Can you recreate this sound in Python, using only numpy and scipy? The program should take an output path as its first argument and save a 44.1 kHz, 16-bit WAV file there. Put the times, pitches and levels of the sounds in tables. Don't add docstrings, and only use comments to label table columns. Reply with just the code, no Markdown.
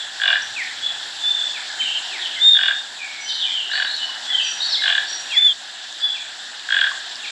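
import sys
import numpy as np
from scipy import signal
from scipy.fft import rfft, irfft
from scipy.io import wavfile
from scipy.ndimage import uniform_filter1d, minimum_filter1d

SR = 44100
rng = np.random.default_rng(int(sys.argv[2]) if len(sys.argv) > 2 else 0)


def gain_from_decibels(decibels):
    exponent = np.asarray(decibels, float) / 20
    return 10 ** exponent


def to_wav(s):
    ch = np.atleast_2d(s).T
    pcm = np.round(np.clip(ch, -1, 1) * 32767)
    wavfile.write(sys.argv[1], SR, pcm.astype(np.int16))


N = 322371


def unit(x):
    return x / np.sqrt(np.mean(x ** 2) + 1e-20)


def resonance(x, hz, width_hz):
    r = np.exp(-np.pi * width_hz / SR)
    b = np.array([1, 0, -1]) * (1 - r * r) / 2
    a = [1, -2 * r * np.cos(2 * np.pi * hz / SR), r * r]
    return signal.lfilter(b, a, x + 1e-18)


def drift(rate_hz):
    r = np.exp(-80 * np.pi * rate_hz / SR)
    slow = signal.lfilter([1], [1, -2 * r, r * r], rng.standard_normal(N // 40 + 2002))[2000:]
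    return np.interp(np.arange(N) / 40, np.arange(len(slow)), unit(slow))


def flicker_noise(points, edges_hz):
    hz = np.maximum(np.fft.rfftfreq(N, 1 / SR), 1)
    point_hz, point_db = np.transpose(points)
    colour = gain_from_decibels(np.interp(np.log(hz), np.log(point_hz), point_db))
    spectrum = rfft(rng.standard_normal(N)) * colour
    out = np.zeros(N)
    for low, high in zip(edges_hz, edges_hz[1:]):
        band = irfft(spectrum * ((hz >= low) & (hz < high)), N)
        out += band * gain_from_decibels(1.13 * drift(6.9) + 0.99 * drift(52))
    return unit(out)


def machines():
    # (time [s], length [s], level [dB])
    passes = [
        (.4, 0.15, -62),
        (.71, 0.6, -67.5),
        (2.05, .43, -76),
    ]
    t = np.arange(N) / SR
    level = gain_from_decibels(-80 - 0.5 * drift(2.5))
    for s, length_s, level_db in passes:
        inside_s = np.minimum(t - s, s + length_s - t)
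        level = level + gain_from_decibels(level_db) * np.clip(inside_s / .05 + .5, 0, 1)
    rumble = resonance(resonance(rng.standard_normal(N), 95, 70), 95, 120)
    hum = resonance(rng.standard_normal(N), 243.1, 11.0)
    return unit(rumble) * level + unit(hum) * gain_from_decibels(-67 + 0.87 * drift(3.1))


def floor():
    # (frequency [Hz], density [dB per Hz])
    air_points = [(18, -80), (30, -37.5), (98, -27.5), (160, -26.5), (239, -27), (285, -19), (488, -21),
                  (637, -12.5), (712, -9), (762, -6), (1190, -14.5), (1700, 0.5), (2270, -15.5),
                  (3550, 0.5), (6200, -15.5), (8060, -44), (13600, -120)]
    # (frequency [Hz], density [dB per Hz])
    hiss_points = [(3650, -34), (6200, -3), (6320, -6), (7370, 1), (7740, -0.5), (8760, -17.5), (9730, -18),
                   (10300, -19.5), (11100, -26), (12100, -27), (12600, -52.5), (15200, -41)]
    # (time [s], level [dB])
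    gain_points = [(0, 0), (1.5, 1.7), (2.4, 2), (2.53, -1.5), (2.9, -1), (3.6, -1), (4.0, 1.1),
                   (5.33, 2.4), (5.43, -2), (6.5, -1.5), (6.92, 0), (7.31, 0)]
    air = flicker_noise(air_points, [0, 300, 600, 1200, 2200, 3000, 4200, 6200])
    hiss = flicker_noise(hiss_points, [6200, 8500, 12000, SR])
    gain_db = np.interp(np.arange(N) / SR, *np.transpose(gain_points))
    return (air * gain_from_decibels(-32.5) + hiss * gain_from_decibels(-44)) * gain_from_decibels(gain_db)


def trees(x, direct_db, wet_db, t60_s, onset_s):
    t = np.arange(int(.9 * SR)) / SR
    echo = rng.standard_normal(len(t)) * gain_from_decibels(-60 * t / t60_s) * (1 - np.exp(-t / onset_s))
    echo *= gain_from_decibels(wet_db) / np.sqrt(np.sum(echo ** 2))
    echo[0] = gain_from_decibels(direct_db)
    cut = round(5.532 * SR)
    before, after = [signal.fftconvolve(part, echo)[:len(part)] for part in (x[:cut], x[cut:])]
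    fade = np.clip(np.arange(cut)[::-1] / (0.0071 * SR), 0, 1)
    return np.concatenate([before * fade, after])


def sing(notes, overtone_db, waver_hz):
    out, waver = np.zeros(N), waver_hz * drift(59.4)
    for rows in notes:
        s, hz, level_db = np.transpose(rows)
        i = np.arange(max(round(s[0] * SR), 0), min(round(s[-1] * SR), N))
        phase = 2 * np.pi * np.cumsum(np.interp(i / SR, s, hz) + waver[i]) / SR
        edge = np.clip(np.minimum(i - i[0], i[-1] - i) / (.005 * SR), 0, 1)
        level = gain_from_decibels(np.interp(i / SR, s, level_db)) * edge
        octave = level * gain_from_decibels(overtone_db) * np.sin(2 * phase)
        out[i] += np.sqrt(2) * level * (np.sin(phase) + octave)
    return out


def arches(rows, shape):
    return [[(s + length_s * u, hz * ratio ** (depth if u > .5 else 1), level_db + g)
             for u, ratio, g in shape]
            for s, length_s, hz, level_db, depth in rows]


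def glides(rows, peak_at, start_db, end_db):
    shape = ((0, start_db), (peak_at, 0), (1, end_db))
    return [[(s + length_s * u, from_hz + (to_hz - from_hz) * u, level_db + g) for u, g in shape]
            for s, length_s, from_hz, to_hz, level_db in rows]


def far_birds():
    # (time [s], length [s], from [Hz], to [Hz], level [dB])
    far_rows = [(2.12, 0.021, 346, 332, -48), (1.82, 0.084, 3120, 2700, -26),
                (1.91, 0.073, 3270, 2783, -29.5), (2.19, 0.072, 3870, 2706, -27),
                (2.3, .05, 3640, 2900, -33), (2.985, 0.08, 2600, 2163, -31.5),
                (3.12, 0.12, 2260, 2160, -40), (3.27, .06, 5190, 3480, -32.5),
                (3.345, .07, 4350, 3200, -33), (3.4, 0.042, 3830, 2770, -20.5),
                (3.45, 0.049, 2680, 1830, -35.5), (3.48, 0.14, 3487, 2635, -26),
                (4.29, .05, 2190, 1580, -31.5), (4.3, 0.11, 3434, 2772, -21),
                (4.41, 0.054, 2800, 2320, -35.5), (3.985, 0.071, 3040, 2850, -30),
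                (4.41, 0.052, 4580, 4640, -34.5), (5.05, 0.08, 4480, 4450, -36.5)]
    # (time [s], length [s], top [Hz], level [dB], depth of the fall [exponent])
    scoop_rows = [
        (3.71, 0.082, 4470, -23, 0.88),
        (3.86, 0.14, 4390, -25, .9),
        (4.6, .09, 4540, -19.5, 0.91),
    ]
    # (share of length [0-1], pitch [ratio], level [dB])
    scoop_shape = [(0, .83, 0), (.17, .91, -3.5), (0.328, 1.0, -4), (.75, .995, -19.5), (1, 0.77, -3)]
    notes = glides(far_rows, 0.44, -4, -5.5) + arches(scoop_rows, scoop_shape)
    return trees(sing(notes, -40, waver_hz=60), direct_db=-4, wet_db=4, t60_s=.6, onset_s=.004)


def thin_birds():
    # (time [s], length [s], from [Hz], to [Hz], level [dB])
    thin_rows = [
        (3.2, 0.093, 5950, 5840, -37),
        (3.285, 0.025, 4384, 3399, -23.5),
        (4.43, 0.085, 5890, 5730, -31),
        (4.675, 0.064, 6061, 4480, -32),
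        (4.765, 0.038, 2155, 2150, -33.5),
        (5.075, 0.067, 5686, 5716, -31),
        (5.995, 0.05, 4840, 4770, -41),
    ]
    song = sing(glides(thin_rows, .55, -8, -5), -40, waver_hz=60)
    return trees(song, direct_db=-.5, wet_db=5, t60_s=.6, onset_s=.006)


def sweeping_birds():
    # (time [s], length [s], from [Hz], to [Hz], level [dB])
    sweep_rows = [(.417, .018, 6200, 5280, -36.5), (.56, 0.076, 2686, 1700, -31),
                  (1.54, 0.048, 2766, 2070, -39), (1.8, .03, 2890, 2050, -35.5),
                  (2.11, 0.071, 2772, 1860, -38.5), (2.17, 0.099, 1920, 1800, -43),
                  (2.36, 0.034, 2196, 1957, -37), (4.72, 0.044, 4690, 3114, -23.5),
                  (4.812, .028, 4030, 3740, -27), (5.3, 0.085, 2830, 1688, -34.5),
                  (6.145, .04, 2820, 2210, -39.5), (7.23, 0.034, 2886, 2110, -37.5),
                  (7.268, 0.0294, 2680, 2130, -42)]
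    song = sing(glides(sweep_rows, .6, -1.5, -1.5), -35, waver_hz=15)
    return trees(song, direct_db=5, wet_db=3.5, t60_s=.55, onset_s=.01)


def arched_whistles():
    # (time [s], length [s], top [Hz], level [dB], depth of the fall [exponent])
    whistle_rows = [
        (-.07, 0.11, 3530, -23.5, 0.87),
        (.815, 0.094, 3486, -22, 0.84),
        (1.21, 0.21, 3615, -18.5, 0.81),
        (1.42, 0.094, 3550, -26.5, 1),
        (1.79, 0.064, 3145, -19, 0.67),
        (3.25, 0.16, 3170, -28, 0.92),
        (4.26, 0.081, 3475, -26, 0.28),
        (6.01, 0.097, 3497, -18.5, .9),
    ]
    # (share of length [0-1], pitch [ratio], level [dB])
    arch_shape = [(0, .96, -11.5), (.2, 0.97, -1), (.35, 0.98, 1.7), (.6, 0.99, -2.5), (1, .89, -10)]
    song = sing(arches(whistle_rows, arch_shape), -22, waver_hz=30)
    return trees(song, direct_db=-2.5, wet_db=-1, t60_s=.65, onset_s=.008)


def near_whistles():
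    # (time [s], pitch [Hz], level [dB])
    near_rows = [
        [(2.39, 3280, -34.5), (2.42, 3580, -14.5), (2.46, 3665, -9), (2.49, 3660, -6.5), (2.515, 3664, -19),
         (2.532, 3553, -10), (2.55, 3470, -18.5), (2.58, 3380, -11)],
        [(5.315, 3175, -25), (5.362, 3420, -24), (5.372, 3406, -10.5), (5.39, 3523, -9.5), (5.398, 3520, -19.5),
         (5.42, 3510, -15), (5.465, 3514, -10), (5.50, 3275, -15.5), (5.535, 3060, -31)],
    ]
    song = sing(near_rows, -20, waver_hz=12)
    return trees(song, direct_db=-.5, wet_db=-7, t60_s=.7, onset_s=.04)


def ticks():
    # (time [s], peak [dB], ring [Hz], width [Hz])
    tick_rows = [
        (4.091, -33, 1060, 60),
        (5.211, -23, 4500, 2500),
        (5.927, -21, 5200, 4000),
        (6.595, -19, 2400, 3500),
        (6.911, -22, 4500, 700),
        (6.915, -25.5, 1105, 89.5),
        (7.156, -20, 4920, 500),
    ]
    out = np.zeros(N)
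    for s, level_db, hz, width_hz in tick_rows:
        click = np.zeros(1500)
        click[:40] = rng.standard_normal(40)
        ring = resonance(resonance(click, hz, 3 * width_hz), hz, width_hz)
        i = round(s * SR)
        out[i:i + 1500] += gain_from_decibels(level_db) * ring / np.abs(ring).max()
    return trees(out, direct_db=0, wet_db=-6, t60_s=.25, onset_s=.003)


def throat_pulse(modes, stretch):
    snap_s = .01
    t = np.arange(int(.04 * SR)) / SR
    snap = signal.chirp(t, 5200, snap_s, 450, method="logarithmic")
    snap = snap * (t < snap_s) * np.minimum(t / .0008, 1)
    pulse = np.zeros(len(t))
    for hz, width_hz, level_db in modes:
        ring = resonance(resonance(snap, hz * stretch, 2.5 * width_hz), hz * stretch, width_hz)
        pulse += gain_from_decibels(level_db) * ring
    return pulse / np.abs(pulse).max()


def rattle():
    # (time [s], length [s], slowing [share])
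    croak_rows = [
        (.1989, .1567, .21),
        (2.5491, .1596, .15),
        (3.6965, .1779, .19),
        (4.8199, .1597, .22),
        (6.6877, .1806, .24),
    ]
    # (mean [dB], growth over croak [dB], bill opening [dB], middle resonances [dB])
    effort_rows = [
        (-10.5, .5, -4.5, -18),
        (-12, 4.5, -4.5, -20),
        (-12.5, 5, -10, -20.5),
        (-11, 1.2, -3, -18.5),
        (-8.5, 5, -6.5, -25.5),
    ]
    pulses = []
    for (s, length_s, slowing), (mean_db, growth_db, open_db, mid_db) in zip(croak_rows, effort_rows):
        gaps = 1 + slowing * np.linspace(-1, 1, round(length_s / .0226))
        t = np.append(0, np.cumsum(gaps)) * length_s / len(gaps)
        u = t / length_s
        chance_db = 1.07 * rng.standard_normal((3, len(t)))
        level_db = mean_db + growth_db * (u - .5) - 4.5 * np.exp(-t / 0.016) + chance_db[0]
        level_db[8:9] -= 7.5
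        upper_db = open_db - 8.5 * (2 * u - 1) ** 4 + chance_db[1]
        middle_db = mid_db + 10 * np.sin(np.pi * u) + chance_db[2]
        pulses += zip(s + t, level_db, upper_db, middle_db)
    return pulses


def toucan():
    # (centre [Hz], width [Hz], level [dB])
    low_throat = [(1639, 126, 2.5), (1800, 59, -20)]
    # (centre [Hz], width [Hz], level [dB])
    mid_throat = [(742, 165, -13), (1180, 310, -9.5), (2434, 83, 1.5), (2910, 89, 10.5)]
    # (centre [Hz], width [Hz], level [dB])
    high_throat = [(3420, 110, 4), (3790, 87, -6), (4470, 1200, -15.5)]
    out = np.zeros(N)
    for s, peak_db, high_db, mid_db in rattle():
        slap_chance, *chance = rng.standard_normal(7)
        effort_db = 1.25 * (peak_db + 8) - 8
        at = round((s - .0036) * SR)
        slap = at + round((.008 + .0025 * np.clip(slap_chance, -2, 2)) * SR)
        # (modes, level re effort [dB], slap re pulse [dB])
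        parts = [(low_throat, 1.5, -11),
                 (mid_throat, mid_db + 7, -5),
                 (high_throat, min(high_db, -1) + 5.0, -6)]
        for (modes, rel_db, slap_db), shift, colour in zip(parts, chance[:3], chance[3:]):
            pulse = gain_from_decibels(effort_db + rel_db) * throat_pulse(modes, 1 + .02 * shift)
            out[at:at + len(pulse)] += pulse
            out[slap:slap + len(pulse)] += gain_from_decibels(slap_db + 2.5 * np.clip(colour, -2, 1)) * pulse
    return trees(out, direct_db=0, wet_db=-4.2, t60_s=.45, onset_s=.01)


def scene():
    birds = far_birds() + thin_birds() + sweeping_birds() + arched_whistles() + near_whistles()
    mic = signal.butter(6, 7900, fs=SR, output="sos")
    return (machines() + floor() + signal.sosfilt(mic, birds + ticks() + toucan()))[None]


def band_limit(x):
    return signal.sosfilt(signal.butter(12, 15360, fs=SR, output="sos"), x)


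def record(dry):
    # (centre [Hz], sharpness [Q])
    port_notches = [(9650, 30), (11200, 18)]
    limit_db, release_db_per_s = -3.6, 60
    dry = signal.sosfilt(signal.butter(2, 45, "high", fs=SR, output="sos"), dry)
    for hz, q in port_notches:
        dry = .3 * dry + .7 * signal.lfilter(*signal.iirnotch(hz, q, fs=SR), dry)
    over_db = np.maximum(20 * np.log10(np.abs(dry[0]) + 1e-9) - limit_db, 0)
    ramp_db = release_db_per_s * np.arange(N) / SR
    held_db = np.maximum.accumulate(over_db + ramp_db) - ramp_db
    duck_db = uniform_filter1d(-minimum_filter1d(-held_db, size=177), size=89)
    stop = np.clip(np.arange(N)[::-1] / (.004 * SR), 0, 1)
    return band_limit(dry * stop * gain_from_decibels(-duck_db))


dry = scene()
out = record(dry)
to_wav(out)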